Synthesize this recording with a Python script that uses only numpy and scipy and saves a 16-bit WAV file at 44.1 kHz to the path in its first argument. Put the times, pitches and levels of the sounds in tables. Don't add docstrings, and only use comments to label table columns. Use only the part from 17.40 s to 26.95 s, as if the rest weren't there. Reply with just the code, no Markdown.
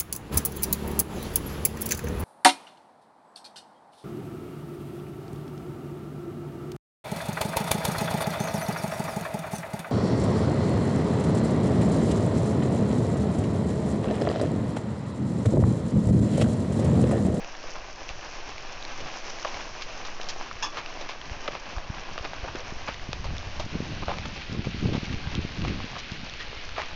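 import sys
import numpy as np
from scipy import signal
from scipy.fft import rfft, irfft, next_fast_len
from scipy.io import wavfile
from scipy.ndimage import map_coordinates

SR = 44100
rng = np.random.default_rng(int(sys.argv[2]) if len(sys.argv) > 2 else 0)


def transcribe(u):
    v = np.clip(np.atleast_2d(u).T, -1, 1)
    q = np.round(v * 32767).astype(np.int16)
    wavfile.write(sys.argv[1], SR, q)


N = 421155

# time_s, rolling_db, sand_db
TYRE_LEVELS = [(0.0, -47, -54.5), (0.64, -45.5, -51.5), (1.2, -45.5, -53), (1.62, -43.5, -51.5),
               (1.85, -45.5, -49), (2.15, -44, -49.5), (2.93, -45.5, -53.5), (4.31, -45, -56),
               (4.89, -45.5, -55.5), (5.85, -47, -55), (6.75, -46, -54), (7.24, -49.5, -55.5),
               (8.32, -44, -54), (8.85, -46.5, -54.5), (9.39, -44, -53), (9.55, -43.5, -54.5)]


def amp(db):
    return 10 ** (np.asarray(db) / 20)


def unit_rms(x):
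    return x / np.sqrt(np.mean(x ** 2) + 1e-20)


def curves(rows):
    times_s, *columns = np.transpose(rows)
    return [np.interp(np.arange(N) / SR, times_s, column) for column in columns]


def wobble(rate_hz):
    knots = rng.standard_normal(int(N * rate_hz / SR) + 4)
    return map_coordinates(knots, [np.arange(N) * rate_hz / SR])


def filtered(x, response):
    size = next_fast_len(N + SR // 2)
    return irfft(rfft(x, size) * response(np.fft.rfftfreq(size, 1 / SR)), size)[:N]


def coloured(x, spectrum):
    freq_hz, gain_db = np.transpose(spectrum)
    freq_hz = np.r_[freq_hz[0] / 2, freq_hz, freq_hz[-1] * 2]
    gain_db = np.r_[gain_db[0] - 20, gain_db, -120]
    return unit_rms(filtered(x, lambda hz: amp(np.interp(np.log(hz + 1), np.log(freq_hz + 1), gain_db))))


def resonance(x, hz, q):
    return signal.lfilter(*signal.iirpeak(min(hz, SR / 5), max(q, 0.6), SR), x)


def grains(rate_hz, spread_db):
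    hits = rng.random(N) < rate_hz / SR
    sizes = amp(spread_db * np.minimum(rng.standard_exponential(N), 3.2))
    return unit_rms(hits * sizes * rng.choice([-1, 1], N))


def add(track, start_s, sound):
    start = max(round(start_s * SR), 0)
    track[start:start + len(sound)] += sound[:N - start]


def ping(modes, pitch_hz, rise_s, crack_db):
    t = np.arange(SR // 25) / SR
    ring = 0
    for ratio, db, t60_s in modes:
        mode_hz = pitch_hz * ratio * (1 + rng.normal(0, 0.055))
        ring += amp(db - 60 * t / t60_s) * np.sin(2 * np.pi * mode_hz * t)
    crack_t60_s = modes[0][2]
    noise = unit_rms(resonance(rng.standard_normal(len(t)), pitch_hz, q=0.61))
    crack = amp(crack_db - 60 * t / crack_t60_s) * noise
    attack = 1 - np.exp(-t / rise_s)
    contact = resonance((ring + crack) * attack, 1.19 * pitch_hz, q=0.6)
    return contact / np.abs(contact).max()


def distance_loss_db(time_s, leaves_s=5.73, db_per_s=1.3):
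    return db_per_s * np.maximum(time_s - leaves_s, 0)


def tyres(roll_gain_db=3.0, sand_gain_db=1.9, lurch_db=1.4, clump_db=4.5):
    # freq_hz, gain_db
    roll_spectrum = [(120, -10.5), (220, -7), (330, -3.5), (430, -5), (560, -3), (760, -1.5), (900, -3.5),
                     (1150, -3), (1370, -7.5), (1620, -5), (1850, -8), (2300, -7), (2680, -6.5),
                     (3100, -10.5), (3700, -14.5), (4500, -14), (5800, -15.5)]
    # freq_hz, gain_db
    sand_spectrum = [(2600, -32.5), (3900, -18), (4700, -7.5), (5400, -2.5), (5900, -2), (6500, -4),
                     (7000, -7.5), (7600, -8)]

    def crackle(rate_hz, spread_db):
        return amp(clump_db * np.tanh(wobble(30))) * grains(rate_hz, spread_db)

    rolling_db, sand_db = curves(TYRE_LEVELS)
    shift_db = lurch_db * wobble(22) - distance_loss_db(np.arange(N) / SR)
    grit = unit_rms(crackle(rate_hz=600, spread_db=-0.5))
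    for stone_hz in (610, 1010, 1640, 2670):
        grit += amp(-15.5) * unit_rms(resonance(crackle(rate_hz=120, spread_db=2.0), stone_hz, q=2.5))
    stones = rng.standard_normal(N) + amp(-3) * grit
    sand = rng.standard_normal(N) + amp(-2.5) * unit_rms(crackle(rate_hz=400, spread_db=7.5))
    rolling = amp(rolling_db + roll_gain_db + shift_db) * coloured(stones, roll_spectrum)
    hiss = amp(sand_db + sand_gain_db + shift_db) * coloured(sand, sand_spectrum)
    return rolling + hiss


def water(gain_db=1.0, screened_db=-8, surge_db=4.0, surge_hz=2500):
    # time_s, level_db
    flow_levels = [(0.0, -49.5), (1.57, -42), (3.51, -45.5), (3.93, -50.5), (5.05, -44.5), (5.26, -48.5),
                   (6.44, -47), (6.81, -44.5), (8.99, -42.5), (9.55, -45)]
    # freq_hz, gain_db
    rush_spectrum = [(150, -2), (450, -3), (900, -12.5), (1400, -1.5), (1900, -1), (2600, 1), (3300, -1.5),
                     (4300, -2), (5200, -8), (6200, -16.5), (7200, -18)]
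    level_db, = curves(flow_levels)
    screen_db = np.interp(np.arange(N) / SR, [3.5, 6.5], [screened_db, 0])
    splashes = rng.standard_normal(N) + amp(-1) * grains(rate_hz=700, spread_db=3.0)
    surge_gain = amp(surge_db * np.tanh(wobble(28)))
    surges = surge_gain * resonance(coloured(rng.standard_normal(N), rush_spectrum), surge_hz, q=1.9)
    rush = unit_rms(coloured(splashes, rush_spectrum) + amp(-4) * unit_rms(surges))
    return amp(level_db + gain_db + screen_db + 0.77 * wobble(14)) * rush


def wind(sway_db=-39, lumps_db=3.0, swell_db=2.4, calm_db=-54):
    # time_s, rumble_db, flutter_db
    breeze_levels = [(0.0, -58.5, -55.5), (1.2, -50, -56), (1.45, -56.5, -58), (1.62, -54, -44),
                     (1.8, -54, -57), (3.1, -54.5, -52), (4.2, -53, -51.5), (4.8, -49, -48.5),
                     (5.4, -45, -51), (5.64, -39.5, -51), (5.85, -34, -40), (6.15, -39.5, -48.5),
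                     (6.5, -36, -35.5), (6.7, -38.5, -37), (7.0, -39, -42.5), (7.6, -41, -35.5),
                     (7.9, -38, -37), (8.15, -39, -38.5), (8.35, -35, -36), (8.6, -50, -49),
                     (8.8, -47, -41), (8.97, -46, -50.5), (9.2, -48, -57), (9.55, -40, -52.5)]
    # freq_hz, gain_db
    sway_spectrum = [(2, -16), (8, -3), (12, -10.5), (20, -12), (32, -22), (70, -52.5)]
    rumble_spectrum = [(15, -13.5), (28, -9), (55, -1.5), (90, -5), (160, -17), (400, -47.5)]
    flutter_spectrum = [(50, -19.5), (95, -2.5), (180, -3), (280, -8.5), (400, -15.5), (650, -30.5),
                        (1500, -40.5)]

    def noise(spectrum):
        return coloured(rng.standard_normal(N), spectrum)

    rumble_db, flutter_db = curves(breeze_levels)
    lumps = amp(lumps_db * wobble(55))
    swell = amp(swell_db * wobble(14))
    gust = gust_envelope()
    shedding = 1 / (1 + amp(calm_db - flutter_db) ** 2)
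    rumble_gain = np.hypot(amp(rumble_db - 1) * swell, amp(-16) * gust)
    flutter_gain = np.hypot(amp(flutter_db - 2) * shedding * swell, amp(-2.5) * gust)
    sway = amp(sway_db) * noise(sway_spectrum)
    rumble = rumble_gain * unit_rms(lumps * noise(rumble_spectrum))
    flutter = flutter_gain * unit_rms(lumps * noise(flutter_spectrum))
    return sway + rumble + flutter


def pebble_pops(small_count=70, small_hz=1350, spread_octaves=1.2, rise_s=0.00016, crack_db=-5):
    # start_s, peak_db, pitch_hz
    snaps = [(.046, -26.5, 2600), (.355, -31, 1420), (0.691, -22, 2830), (.839, -31, 1460),
             (1.181, -26, 2400), (1.426, -23, 4300), (1.451, -21, 4200), (1.521, -33, 2640),
             (1.74, -28, 2500), (2.029, -23, 5800), (2.144, -25.5, 2070), (2.207, -28, 2390),
             (2.227, -28, 2100), (2.814, -22.5, 2980), (2.832, -27, 3400), (2.842, -31, 3380),
             (3.461, -23, 2720), (3.695, -21.5, 950), (3.815, -27, 1880), (3.897, -28, 1840),
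             (4.121, -29, 3250), (4.383, -23.5, 1200), (4.52, -31.5, 1640), (4.547, -31.5, 3090),
             (4.941, -29, 3300), (4.984, -33, 1550), (5.205, -26, 5500), (5.543, -26, 2020),
             (5.968, -25, 2110), (5.982, -22.5, 3290), (6.771, -29, 2490), (6.785, -25, 2380),
             (7.128, -25, 5010), (7.407, -31, 1770), (7.471, -28.5, 2410), (7.666, -28, 2580),
             (7.746, -26, 2570), (7.872, -27, 1770), (7.924, -26, 1810), (7.952, -18, 3210),
             (8.219, -26, 2670), (8.28, -22, 2080), (8.284, -21, 2110), (8.403, -24, 1115),
             (8.6, -27.5, 3200), (8.718, -24.5, 3570), (8.734, -30, 2750), (8.897, -27, 3290),
             (8.938, -26, 2840), (9.291, -27, 2500), (9.4184, -17.5, 2150)]
    # pitch_ratio, level_db, t60_s
    modes = [(0.985, -1, 0.0056), (1.8, -5, .004), (.55, -3, 0.0045)]
    out = np.zeros(N)
    for start_s, peak_db, pitch_hz in snaps:
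        add(out, start_s, amp(peak_db) * ping(modes, pitch_hz, rise_s, crack_db))
    rolling_db, _ = curves(TYRE_LEVELS)
    for time_draw, size_draw, pitch_draw in rng.random((small_count, 3)):
        start_s = time_draw * N / SR
        excess_db = 13.5 + 2.2 * min(-np.log(size_draw), np.e)
        peak_db = rolling_db[int(time_draw * N)] + excess_db - distance_loss_db(start_s)
        pitch_hz = small_hz * 2 ** (spread_octaves * (2 * pitch_draw - 1))
        add(out, start_s, amp(peak_db) * ping(modes, pitch_hz, rise_s, crack_db))
    return out


def hoof_clops():
    # start_s, peak_db, pitch_hz
    contacts = [(.046, -31.5, 910), (.24, -31, 610), (.364, -31, 1105), (.444, -33, 945),
                (.829, -31.5, 1100), (2.0475, -19, 670), (2.049, -18.5, 1000), (2.0535, -19, 630),
                (2.072, -30, 750), (2.352, -29.5, 670), (2.574, -34, 780), (2.799, -26.5, 686),
                (3.011, -21.5, 825), (3.112, -25.5, 1210), (4.08, -20, 1160), (4.086, -22.5, 447),
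                (4.689, -27.5, 904), (4.796, -25, 686), (4.933, -29, 805), (5.048, -24.5, 616),
                (5.085, -26, 796), (5.151, -24.5, 385), (5.476, -32, 900), (5.485, -26, 660),
                (5.4885, -22.5, 698), (6.1977, -24.5, 544), (6.682, -15, 760), (6.694, -19, 530),
                (6.704, -20, 560), (6.7155, -18, 900), (7.456, -25, 643), (7.724, -32, 1050),
                (7.944, -30, 950), (8.249, -24, 760), (8.532, -30, 900), (8.564, -25.5, 1153),
                (8.569, -29, 697), (9.129, -30.5, 480), (9.29, -31, 1080), (9.3795, -26, 706),
                (9.382, -21, 614), (9.395, -23, 860), (9.4, -24, 850)]
    # pitch_ratio, level_db, t60_s
    modes = [(1, 0, 0.01), (1.8, -7.5, 0.00805), (3.7, -14, 0.0049)]
    out = np.zeros(N)
    for start_s, peak_db, pitch_hz in contacts:
        add(out, start_s, amp(peak_db) * ping(modes, pitch_hz, rise_s=0.0005, crack_db=-5.5))
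    return out


def hoof_crunches(slip_rate_hz=4000, brush_t60_s=0.19, settle_t60_s=0.35):
    # start_s, length_s, knock_db, knock_hz, grit_db, grit_hz
    steps = [(0.238, 0.0061, -40, 640, -64, 3500), (0.356, .023, -45.5, 963, -53.5, 2400),
             (0.691, 0.018, -42, 746, -44, 3050), (1.604, .015, -42, 592, -43.5, 2900),
             (1.66, .04, -44.5, 800, -48.5, 2500), (2.048, 0.0138, -34, 800, -45.5, 2500),
             (2.067, 0.023, -43, 900, -43, 2600), (2.421, 0.0088, -51, 1150, -35, 3250),
             (2.65, 0.025, -41.5, 905, -43, 3400), (2.888, 0.019, -45, 810, -33, 4950),
             (3.112, 0.009, -42, 1210, -55, 2800), (3.371, 0.038, -38, 920, -40, 2430),
             (3.612, 0.016, -38.5, 688, -43.5, 3900), (3.69, 0.027, -43.5, 1070, -41, 3120),
             (4.078, .009, -30, 600, -34, 2350), (4.15, 0.0201, -36.5, 824, -45, 2650),
             (4.779, 0.0021, -28, 910, -34.5, 2750), (4.845, 0.0128, -35, 870, -39.5, 2700),
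             (4.934, .0017, -33, 940, -42, 2650), (5.042, 0.015, -34.5, 617, -57.5, 2500),
             (5.077, .018, -38, 880, -48, 2500), (5.156, 0.0087, -38.5, 463, -41.5, 2290),
             (5.195, .02, -38.5, 600, -50, 2200), (5.476, 0.022, -35, 1000, -40.5, 2500),
             (5.731, 0.002, -28, 845, -28, 3380), (5.843, 0.031, -39.5, 825, -46, 3600),
             (6.197, 0.018, -33.5, 700, -39.5, 4200), (6.623, 0.012, -34, 960, -63, 2900),
             (6.69, 0.031, -32, 755, -45.5, 2500), (6.731, 0.014, -40, 950, -46, 2480),
             (6.786, 0.0008, -29, 726, -36, 2800), (6.855, 0.0059, -34, 840, -39, 3300),
             (6.96, 0.027, -46, 700, -48.5, 2600), (7.011, 0.0227, -50, 900, -46, 2600),
             (7.244, 0.017, -42.5, 800, -44, 2600), (7.391, 0.038, -56, 800, -50, 2500),
             (7.533, 0.044, -37.5, 690, -42.5, 2700), (7.727, .018, -52, 1000, -43, 2500),
             (8.24, .019, -38, 758, -42, 2540), (8.554, .02, -40, 950, -57, 2500),
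             (8.583, 0.019, -45, 905, -42.5, 3600), (9.001, 0.028, -58, 900, -45, 2500),
             (9.364, 0.0133, -39.5, 950, -44, 2400), (9.379, 0.053, -37.5, 850, -40.5, 2200)]
    # freq_hz, q, gain_db
    resonances = [(560, 3.3, -9.5), (1210, 10, -2.5), (2323, 7.3, -8.5)]
    out = np.zeros(N)
    t = np.arange(-SR // 25, SR // 6) / SR
    loose = amp(np.where(t < 0, -21 + 60 * t / brush_t60_s, -16 - 60 * t / settle_t60_s))
    for start_s, length_s, knock_db, knock_hz, grit_db, grit_hz in steps:
        press = (t >= 0) * np.exp(-(t / length_s) ** 2) + np.sqrt(length_s / 0.0053) * loose
        hits = rng.random(len(t)) < slip_rate_hz / SR
        sizes = rng.standard_normal(len(t)) * amp(2.0 * rng.standard_normal(len(t)))
        slips = hits * sizes * press
        slips[t == 0] += 3
        thud = (knock_db - 12, 400, 1)
        knock = (knock_db - 2, knock_hz, 1.42)
        grit = (grit_db + 1.76, grit_hz, 0.65)
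        for db, hz, q in (thud, knock, grit):
            burst = resonance(resonance(slips, hz, q), hz, q=0.91)
            add(out, start_s + t[0], amp(db) * burst * np.sqrt(length_s * SR) / np.linalg.norm(burst))
            slips = -slips
    return out + sum(amp(db) * resonance(out, hz, q) for hz, q, db in resonances)


def eddies():
    # centre_s, level_db, pitch_hz
    passes = [(.71, -34, 45), (3.92, -27, 54.5), (4.376, -24.5, 44), (4.503, -22.5, 99), (4.811, -29, 55),
              (5.036, -27, 49.8), (5.325, -29, 171), (5.49, -30.5, 200), (5.692, -25, 159.7),
              (5.86, -26.5, 55), (6.264, -29, 170), (6.329, -27, 150), (6.355, -20.5, 220),
              (6.405, -18.5, 239), (6.426, -25, 150), (6.522, -28.5, 170), (6.634, -29, 170),
              (6.8, -28, 110), (7.098, -27, 180), (7.127, -27, 200), (7.15, -25, 250), (7.176, -22, 140),
              (7.194, -20.5, 140), (7.272, -17, 220), (7.347, -23.5, 190), (7.429, -17.5, 150),
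              (7.458, -15, 230), (7.491, -21, 270), (7.526, -18, 210), (7.552, -15.5, 200),
              (7.581, -19, 150), (7.633, -22, 170), (7.704, -27, 150), (7.743, -22, 158.6),
              (7.874, -28, 200), (7.958, -24, 180), (7.992, -21, 210), (8.051, -20.5, 210),
              (8.258, -23, 169.5), (8.282, -22.5, 180), (8.301, -24, 200), (8.322, -22, 200),
              (8.361, -26, 150), (8.444, -24.5, 190), (8.722, -26, 139.4), (8.836, -28, 151)]
    out = np.zeros(N)
    t = np.arange(SR // 10) / SR
    for centre_s, level_db, pitch_hz in passes:
        position = np.pi * pitch_hz * (t - t.mean())
        pressure = (2 * position ** 2 - 2 * position - 1) / (1 + position ** 2) ** 2.5
        add(out, centre_s - t.mean(), amp(level_db) * pressure)
    return out


def metal_clank(chatter_rad=0.7, crack_db=4, crack_t60_s=0.14):
    # start_s, level_db
    strikes = [(3.2255, -33.5), (3.23, -35.5), (3.233, -46.5), (3.244, -39), (3.252, -53), (3.262, -46.5)]
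    # freq_hz, level_db, t60_s
    modes = [(880, -1.5, 0.086), (1000, -2, 0.15), (1085, -4.5, 0.24), (1174, -6, 0.55), (1634, 1.5, 0.1),
             (1770, -5, 0.1), (2540, -1, 0.09), (2650, -4, .08), (2756, -1.5, 0.11), (3290, -4, 0.1),
             (3360, -6, .14), (3430, -3.5, 0.25), (5136, -2.5, 0.1), (5310, -4, .06), (5460, -3, .07),
             (5630, -2, 0.07), (6250, -1.5, 0.065), (6481, -2, .08)]
    out = np.zeros(N)
    t = np.arange(SR // 2) / SR
    knots_s = t[::150]
    for start_s, level_db in strikes:
        ring = 0
        for hz, mode_db, t60_s in modes:
            decay = amp(mode_db + rng.normal(0, 3.4) - 60 * t / t60_s)
            phase = 2 * np.pi * (hz * t + rng.random())
            chatter = chatter_rad * np.interp(t, knots_s, rng.standard_normal(len(knots_s)))
            ring += decay * np.sin(phase + chatter)
        noise = unit_rms(resonance(rng.standard_normal(len(t)), hz=7500, q=0.6))
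        crack = amp(crack_db - 60 * t / crack_t60_s) * noise
        add(out, start_s, amp(level_db) * (ring + crack))
    return out


def gust_envelope(rise_s=0.022, fall_s=0.023):
    # start_s, hold_s, level_db
    gusts = [(6.33, 0.023, -31), (6.406, 0.038, -33), (7.12, 0.095, -28.5), (7.261, 0.025, -28),
             (7.434, 0.13, -28.5), (7.98, 0.022, -33), (8.255, 0.076, -30.5)]
    envelope = np.zeros(N)
    t = np.arange(N) / SR
    for start_s, hold_s, level_db in gusts:
        corners_s = [start_s - rise_s, start_s, start_s + hold_s, start_s + hold_s + fall_s]
        envelope += amp(level_db) * np.interp(t, corners_s, [0, 1, 1, 0])
    return envelope


def tack_creaks(slip_rad=0.6, slip_interval_s=0.0015, upper_ratio=1.78, upper_db=-10):
    # centre_s, level_db, pitch_hz, half_width_s
    rubs = [(6.838, -42, 1720, .005), (7.85, -46, 1600, .025), (9.014, -39, 1875, .02)]
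    out = np.zeros(N)
    t = np.arange(-SR // 10, SR // 10) / SR
    knots_s = np.arange(t[0], t[-1], slip_interval_s)

    def tone(hz):
        drift_rad = np.cumsum(rng.normal(0, slip_rad, len(knots_s)))
        return np.sin(2 * np.pi * hz * t + np.interp(t, knots_s, drift_rad))

    for centre_s, level_db, pitch_hz, half_width_s in rubs:
        grip = np.interp(t, knots_s, rng.random(len(knots_s)) + 0.5)
        envelope = np.exp(-(t / half_width_s) ** 2) * grip
        creak = envelope * (tone(pitch_hz) + amp(upper_db) * tone(pitch_hz * upper_ratio))
        creak *= np.sqrt(half_width_s * SR) / np.linalg.norm(creak)
        add(out, centre_s + t[0], amp(level_db) * creak)
    return out


def scene():
    ground = tyres() + pebble_pops() + water()
    horse_and_cart = hoof_crunches() + hoof_clops() + metal_clank() + tack_creaks()
    return (ground + horse_and_cart + wind() + eddies())[None]


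def record(dry, knee_hz=6500, limit_hz=7640):
    def treble_gain(hz):
        return 1 / np.sqrt(1 + (hz / knee_hz) ** 24) / (1 + (hz / limit_hz) ** 40)

    return filtered(dry[0], treble_gain)[None]


dry = scene()
out = record(dry)
transcribe(out)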